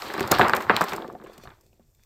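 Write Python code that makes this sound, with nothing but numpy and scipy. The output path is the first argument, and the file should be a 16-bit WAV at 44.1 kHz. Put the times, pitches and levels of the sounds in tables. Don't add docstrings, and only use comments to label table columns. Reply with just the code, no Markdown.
import sys
import numpy as np
from scipy import signal
from scipy.fft import rfft, irfft
from scipy.io import wavfile
from scipy.ndimage import uniform_filter1d

SR = 44100
rng = np.random.default_rng(int(sys.argv[2]) if len(sys.argv) > 2 else 0)


def inscribe(sig):
    pcm = np.round(np.clip(np.atleast_2d(sig).T, -1, 1) * 32767)
    wavfile.write(sys.argv[1], SR, pcm.astype(np.int16))


N = 90404
T = np.arange(N) / SR


def undb(db):
    return 10 ** (np.asarray(db) / 20)


def unit(x):
    return x / np.sqrt(np.mean(x ** 2))


def band(x, lo_hz, hi_hz, order=3):
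    return signal.sosfilt(signal.butter(order, [lo_hz, hi_hz], "band", fs=SR, output="sos"), x)


def colour(x, table):
    hz, db = np.array(table).T
    f = np.maximum(np.arange(len(x) // 2 + 1) * SR / len(x), 1)
    gain = undb(np.interp(np.log(f), np.log(hz), db))
    return irfft(rfft(x) * gain, len(x))


def add(out, s, x):
    i = max(int(s * SR), 0)
    out[i:i + len(x)] += x[:N - i]


def fade(t, t60):
    return np.exp(-np.log(1000) * t / t60)


def walk(rate):
    k = int(SR / rate)
    steps = np.repeat(rng.standard_normal(N // k + 1), k)
    return unit(uniform_filter1d(steps, k)[:N])


def grains(per_s, spread_db):
    chance, sign, size = rng.random((3, N))
    slips = (chance < per_s / SR) * np.sign(sign - .5) * undb(-spread_db * np.log(size + 0.026))
    return unit(slips + 0.15 * rng.standard_normal(N))


# frequency in Hz, relative level in dB.
ROOM_COLOUR = [(15, -34), (25, 6.5), (138, -11.5), (159, -20.5), (296, -28), (510, -44.5), (1250, -59.5),
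               (3060, -62), (5270, -42), (6040, -49), (13300, -53), (16500, -64)]
ROOM_DB = -62


def room():
    return undb(ROOM_DB) * unit(colour(rng.standard_normal(N), ROOM_COLOUR))


# time in seconds, level in dB.
SLEEVE_LEVEL = [(1.2, -78.5), (1.335, -58.5), (1.365, -66), (1.44, -56.5), (1.499, -72), (1.58, -78.5),
                (1.68, -76), (1.76, -80), (1.85, -88), (1.92, -91.5), (1.979, -78.5), (2.05, -71)]
# frequency in Hz, width in Hz, level in dB.
RUBBED_MODES = [(2500, 370, -2), (3510, 300, -1.5), (4380, 420, -4), (5830, 230, -6)]
RUBBED_PLAIN_DB = -2


def sleeve():
    s, db = np.array(SLEEVE_LEVEL).T
    rub = grains(3000, 2.57)
    patches = sum(undb(level_db + 3.2 * walk(35.2)) * unit(band(rub, f - width / 2, f + width / 2, order=2))
                  for f, width, level_db in RUBBED_MODES)
    plain = undb(RUBBED_PLAIN_DB) * unit(band(rub, 1300, 7000, order=2))
    level = undb(np.interp(T, s, db)) * (T > s[0]) * undb(1.2 * walk(40.56))
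    return level * unit(unit(patches) + plain)


# time in seconds, then levels in dB of the scrape, the rustle, the rumble,
# the gritty upper part of the scrape and the hollow lower part of the scrape.
HANDLING_LEVELS = [(0.0, -42, -51.5, -52, -45.5, -58), (0.05, -35.5, -48.5, -54.5, -44, -39),
                   (0.09, -38, -52, -50, -39, -41), (0.17, -34.5, -54, -56, -45.5, -37),
                   (0.23, -35, -52, -34.5, -42, -32.5), (0.302, -34.5, -53, -44, -46, -40.5),
                   (0.321, -16.5, -54, -31, -29, -32), (0.35, -24, -52, -41.5, -27.5, -28.5),
                   (0.43, -39, -47, -36.5, -35, -37), (0.47, -23, -54, -44.5, -40, -36.5),
                   (0.58, -38, -55, -46, -55, -32.5), (0.62, -35, -50, -54, -44, -38),
                   (0.661, -37, -59, -44, -52.5, -41), (0.78, -27.5, -56.5, -41.5, -37.5, -43),
                   (0.86, -35.5, -55, -65, -44.5, -45), (0.92, -34, -51, -39.5, -41.5, -34),
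                   (1.03, -46, -65.5, -71, -58, -38.5), (1.15, -60, -72, -52.5, -67, -43.5),
                   (1.17, -59.5, -70.5, -72, -69, -48.5), (1.37, -53.5, -68.5, -64, -64, -53.5),
                   (1.48, -62.5, -67.5, -44, -68, -76), (1.57, -64.5, -70.5, -67.5, -72.5, -65.5),
                   (1.71, -85, -73.5, -67, -81, -68), (2.05, -77.5, -72.5, -67.5, -83, -76)]
# frequency in Hz, level in dB, 60 dB decay time in seconds.
BOX_MODES = [(93, -16.5, 0.036), (177.6, -4.5, .12), (228.7, -5, 0.16), (398.4, -13, 0.11),
             (509, -19.5, 0.073), (741, -12, 0.059), (874.4, -17, 0.082), (1130, -14, 0.022),
             (1160, -17, 0.087), (1300, -23, 0.021), (1510, -11, 0.021), (1745, -17.5, 0.054),
             (2330, -21, .025), (3426, -23, 0.012)]
# frequency in Hz, relative level in dB.
BOARD_COLOUR = [(59, -43.5), (100, -14.5), (228, 3.5), (270, -4), (337, 6.5), (492, 0.5), (1100, 4.5),
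                (1580, -1.5), (2380, -5.5), (6000, -38.5), (7800, -56)]
# frequency in Hz, relative level in dB.
FILM_COLOUR = [(2940, -31.5), (5000, 1), (6480, -2), (7530, 1), (8580, -3), (10200, -11), (11200, -8.5),
               (13000, -0.5), (13600, 1), (15400, -9), (16500, -22.5)]
GRAINS_PER_S, GRAIN_DB = 1900, 4.5
BODY_DB = -5.5


def handling():
    s, *levels = np.array(HANDLING_LEVELS).T
    scrape, rustle, rumble, grit, hollow = (undb(np.interp(T, s, db)) for db in levels)
    slips = colour(grains(GRAINS_PER_S, GRAIN_DB), BOARD_COLOUR)
    body = sum(undb(level_db) * signal.lfilter(*signal.iirpeak(f, f * t60 / 20.0, fs=SR), slips)
               for f, level_db, t60 in BOX_MODES)
    slips = unit(slips) + undb(BODY_DB) * unit(body)
    scraping = scrape * undb(0.4 * walk(40)) * unit(band(slips, 650, 2100))
    hollow_part = hollow * undb(0.96 * walk(32)) * unit(band(slips, 200, 620))
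    gritty_part = grit * undb(2.0 * walk(50)) * unit(band(grains(4000, 0.83), 1700, 4600, order=4))
    film = colour(grains(5600, 2.1), FILM_COLOUR)
    rustling = rustle * undb(1.1 * walk(33)) * unit(band(film, 5000, .45 * SR))
    low_noise = unit(band(rng.standard_normal(N), 59, 140, order=4))
    rumbling = rumble * undb(2.0 * walk(12.0)) * low_noise
    return scraping + hollow_part + gritty_part + rustling + rumbling


# start in seconds, level in dB, middle band relative to the bright band
# in dB, decay time constant in ms.
CRACKLE_EVENTS = [(0.0194, -31, 19.5, 1.35), (0.081, -29, -6, 3.4), (0.136, -24, 1.5, 3.3),
                  (0.177, -30.5, 3, 2.2), (0.1947, -22, 8, 1.4), (0.2053, -14.5, -3, 1.9),
                  (0.227, -29.5, 7, 2.0), (0.2743, -22, 1, 3.2), (0.3129, -6, -1, 2.7),
                  (0.3155, 1.5, -7.5, 1.7), (0.3382, -35, 22.5, 2.5), (0.348, -32, 21, 2.4),
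                  (0.3848, -13.5, 1, 1.1), (0.394, -10, -14, 0.58), (0.4045, -31.5, 3, 2.0),
                  (0.4166, -23, 3.5, 1.3), (0.482, -16, 5.5, 1.1), (0.4948, -19.5, 4.5, 1.7),
                  (0.5322, -23, 2, 0.81), (0.5485, -20.5, 3, 3.3), (0.561, -15, -5, 0.94),
                  (0.5652, -14, -2, 1.8), (0.6055, -28.5, -8, 2.6), (0.622, -25.5, -17, 1.3),
                  (0.7087, -34, -2, 2.6), (0.7641, -8, 4, 1.44), (0.81, -12, -4, 2.7),
                  (0.8187, -21, -14, 3.2), (0.8382, -21, -2, 3.9), (0.8826, -33, 14, 4.8),
                  (0.892, -26, 2.5, 6.9), (0.932, -19, -22, 2.6), (0.9613, -21.5, -3, 2.6),
                  (1.0772, -40, 2, 2.2), (1.125, -41, -29, 2.2), (1.236, -45.5, -18, 11),
                  (1.269, -43, -19, 2.4), (1.331, -43, 4, 9.5), (1.378, -33.5, -3.5, 3.2),
                  (1.4127, -57, 7, 5.5), (1.4343, -39.5, 2, 7.5), (1.609, -42, -14.5, 3.4),
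                  (1.6366, -53.5, -4, 1.8), (1.663, -47, -2.5, 2.1), (1.947, -49, -2.5, 3.2),
                  (2.0343, -45, -2, 1.83)]
CRACK_RISE_S, CRACK_TAIL_DB, CRACK_T60_S = 0.0015, -26, 0.18
CRACKLE_GAIN_DB = -12.5


def crackles():
    t = np.arange(SR // 10) / SR
    after = np.maximum(t - CRACK_RISE_S, 0)
    bright_gate, middle_gate = np.zeros((2, N))
    for s, db, middle_db, decay_ms in CRACKLE_EVENTS:
        rise = np.clip(t / CRACK_RISE_S, 0, 1) ** 2
        decay = np.exp(-after * 1000 / decay_ms) + undb(CRACK_TAIL_DB) * fade(t, CRACK_T60_S)
        add(bright_gate, s, undb(db) * rise * decay)
        add(middle_gate, s, undb(db + middle_db) * rise * decay)
    noise = rng.standard_normal((2, N))
    bright = unit(band(colour(noise[0], FILM_COLOUR), 5000, 17000))
    middle = unit(band(noise[1], 1800, 5300, order=4))
    return undb(CRACKLE_GAIN_DB) * (bright_gate * bright + middle_gate * middle)


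KNOCK_EVENTS = [(0.024, -20, 1110, -3.5, -30, -15, -29), (0.1024, -19, 1700, -3.5, -25, -19, -40),
                (0.1413, -17.5, 1550, -2.5, -15, -15, -27), (0.1802, -15, 1300, 0.5, -11, -17, -13.5),
                (0.2081, -12.5, 1700, -7, -27, -27, -27.5), (0.209, -16, 400, 9.5, -22, -33, -9.5),
                (0.2403, -17.5, 1150, -13, -14, -22, -14), (0.3129, -22, 570, 21, -3.5, -21, 6.5),
                (0.3192, -6.5, 433, 5.5, -7.5, -6, -17.5), (0.328, -12.5, 607, -1, -30, -14, -12),
                (0.3847, -13, 1530, -2, -35, -20, -17), (0.3957, 1, 1050, 1, -19, -30, -20),
                (0.4025, -2, 724, -2.5, -39, -44, -13.5), (0.405, -4.5, 714, -16.5, -36.5, -38, -10.5),
                (0.4129, 1.5, 1700, -8.5, -26, -16, -27), (0.4176, -2.5, 1600, -13.5, -16, -11.5, -24),
                (0.43, -16, 750, 0, -15, -8, -27), (0.4343, -11, 842, -3, -28, -21.5, -19.5),
                (0.446, -12, 1180.0, -17, -6.5, -11, -32), (0.4962, -3.5, 1340, -7.5, -24, -52, -25),
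                (0.5358, 2, 1405, -14, -17.5, -17.5, -34), (0.5726, -18.5, 1230, 7, -18, -21, -16),
                (0.6054, -20.5, 1320, -14, -9, -12.5, -21), (0.6868, -38, 1170, -4, 6.5, -27, -15),
                (0.697, 3.5, 1434, -7.5, -14, -26, -24), (0.7066, -19, 410, -35, -34, -20, -6.5),
                (0.7118, -14, 800, -1, -23, -17, -11), (0.7383, -16, 1090, -18, -15.5, -29, -10.5),
                (0.7655, -6, 3700, -32, -17.5, -10, -37), (0.8097, -5, 870, -2, -14, -25, -22),
                (0.8159, -2, 1290, -6, -35, -28, -21.5), (0.9222, -18.5, 1220, 1, -10.5, -12, -17),
                (0.9345, -15.5, 2000, -2, -25, -25, -21), (0.9821, -17, 990, -3, -43, -37, -14.5),
                (1.0219, -26, 820, 5, -19, -8.5, -39), (1.0458, -24.5, 1040, 3.5, -41, -38.0, -10),
                (1.079, -42, 2500, -1, -23, -22, -26), (1.0864, -27, 400, -4, -27, -33, -17.5),
                (1.1003, -24, 1060, -2.5, -32, -35, -33), (1.11, -35, 525, -4, -29, -37, -25),
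                (1.151, -30.5, 710, 8, -34, -22.5, -12), (1.2005, -34.5, 1226, -5, -21, -32, -5),
                (1.2147, -40.5, 1350, 4, -10.5, -11, -4), (1.2426, -30, 396, -18, -22, -26, -32),
                (1.2485, -31.5, 430, -28, -33, -18, -35), (1.2625, -38.5, 1300.0, -2, -4, -10.5, -12),
                (1.2745, -47, 1300, -4, -34, -14, -28), (1.2984, -31.5, 475, -3, -20, -16, -35),
                (1.381, -42.0, 555, 6.5, -36, -13, 1), (1.4376, -36, 460, 0, -19, -21, -8),
                (1.4534, -38, 720, 2, -7.5, -8, -12.5), (1.4742, -29, 1350, -6.5, -15.5, -13, -21),
                (1.5043, -45, 1500, -4, -8.5, -1.5, -12), (1.7303, -52.5, 600, -5.5, -20.5, -8.5, -7.5),
                (1.7966, -47, 515, 4, -19, -17.5, 0), (1.996, -56, 1770.0, -11, -20, -14, -7.5)]
LEAD_S = .004
RISE_CYCLES, CYCLES = 0.28, 0.85
PANEL_HZ = 300
REACH = 1.3
NEAR_DB, NEAR_OCTAVES = 5.5, 0.18
TAIL_T60_S, TAIL_RISE_S = 0.16, 0.0023
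BITE_T60_S, BITE_RISE_S = 0.0093, .001
KNOCK_LOW_HZ = 90


def box_ring(after, hz, ring_db, thump_db, chance):
    ring = np.zeros(len(after))
    for k, (f, mode_db, t60) in enumerate(BOX_MODES):
        level_chance, pitch_chance = chance[2 * k:2 * k + 2]
        near_db = NEAR_DB * np.exp(-(np.log2(f / hz) / NEAR_OCTAVES) ** 2)
        part_db = thump_db if f < PANEL_HZ else ring_db
        level = undb(mode_db + 1.6 * level_chance + near_db + part_db) / np.sqrt(1 + (f / (REACH * hz)) ** 4)
        tone = np.sin(2 * np.pi * f * (1 + 0.0093 * pitch_chance) * after)
        ring += (-1) ** k * level * tone * fade(after, t60)
    return ring


def knocks():
    out = np.zeros(N)
    u = np.arange(SR // 4) / SR - LEAD_S
    after = np.maximum(u, 0)
    chance = rng.standard_normal((len(KNOCK_EVENTS), 2 * len(BOX_MODES)))
    rattle = unit(colour(grains(2500, 5.5), BOARD_COLOUR))
    bite = unit(band(rng.standard_normal(N), 2400, 4000, order=4))
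    for (s, db, hz, ring_db, tail_db, bite_db, thump_db), c in zip(KNOCK_EVENTS, chance):
        width = np.where(u < 0, RISE_CYCLES, CYCLES)
        contact = -np.cos(2 * np.pi * hz * u) * np.exp(-.5 * (u * hz / width) ** 2)
        ring = box_ring(after, hz, ring_db, thump_db, c)
        i = int(s * SR)
        tail = band(np.resize(rattle[i:], len(u)), 290, 800 + 2 * hz, order=2)
        tail *= fade(after, TAIL_T60_S) * np.clip(u / TAIL_RISE_S, 0, 1)
        sharp = np.resize(bite[i:], len(u)) * fade(after, BITE_T60_S)
        sharp *= np.clip(1 + u / BITE_RISE_S, 0, 1) ** 2
        add(out, s - LEAD_S, undb(db) * (contact + ring + undb(tail_db) * tail + undb(bite_db) * sharp))
    return band(out, KNOCK_LOW_HZ, 9000, order=2)


def scene():
    return (room() + sleeve() + handling() + crackles() + knocks())[None]


TOP_HZ = 16500


def record(dry):
    rounded = np.tanh(0.52 * dry) / 0.66
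    return signal.sosfilt(signal.ellip(10, .2, 70, TOP_HZ, fs=SR, output="sos"), rounded)


dry = scene()
out = record(dry)
inscribe(out)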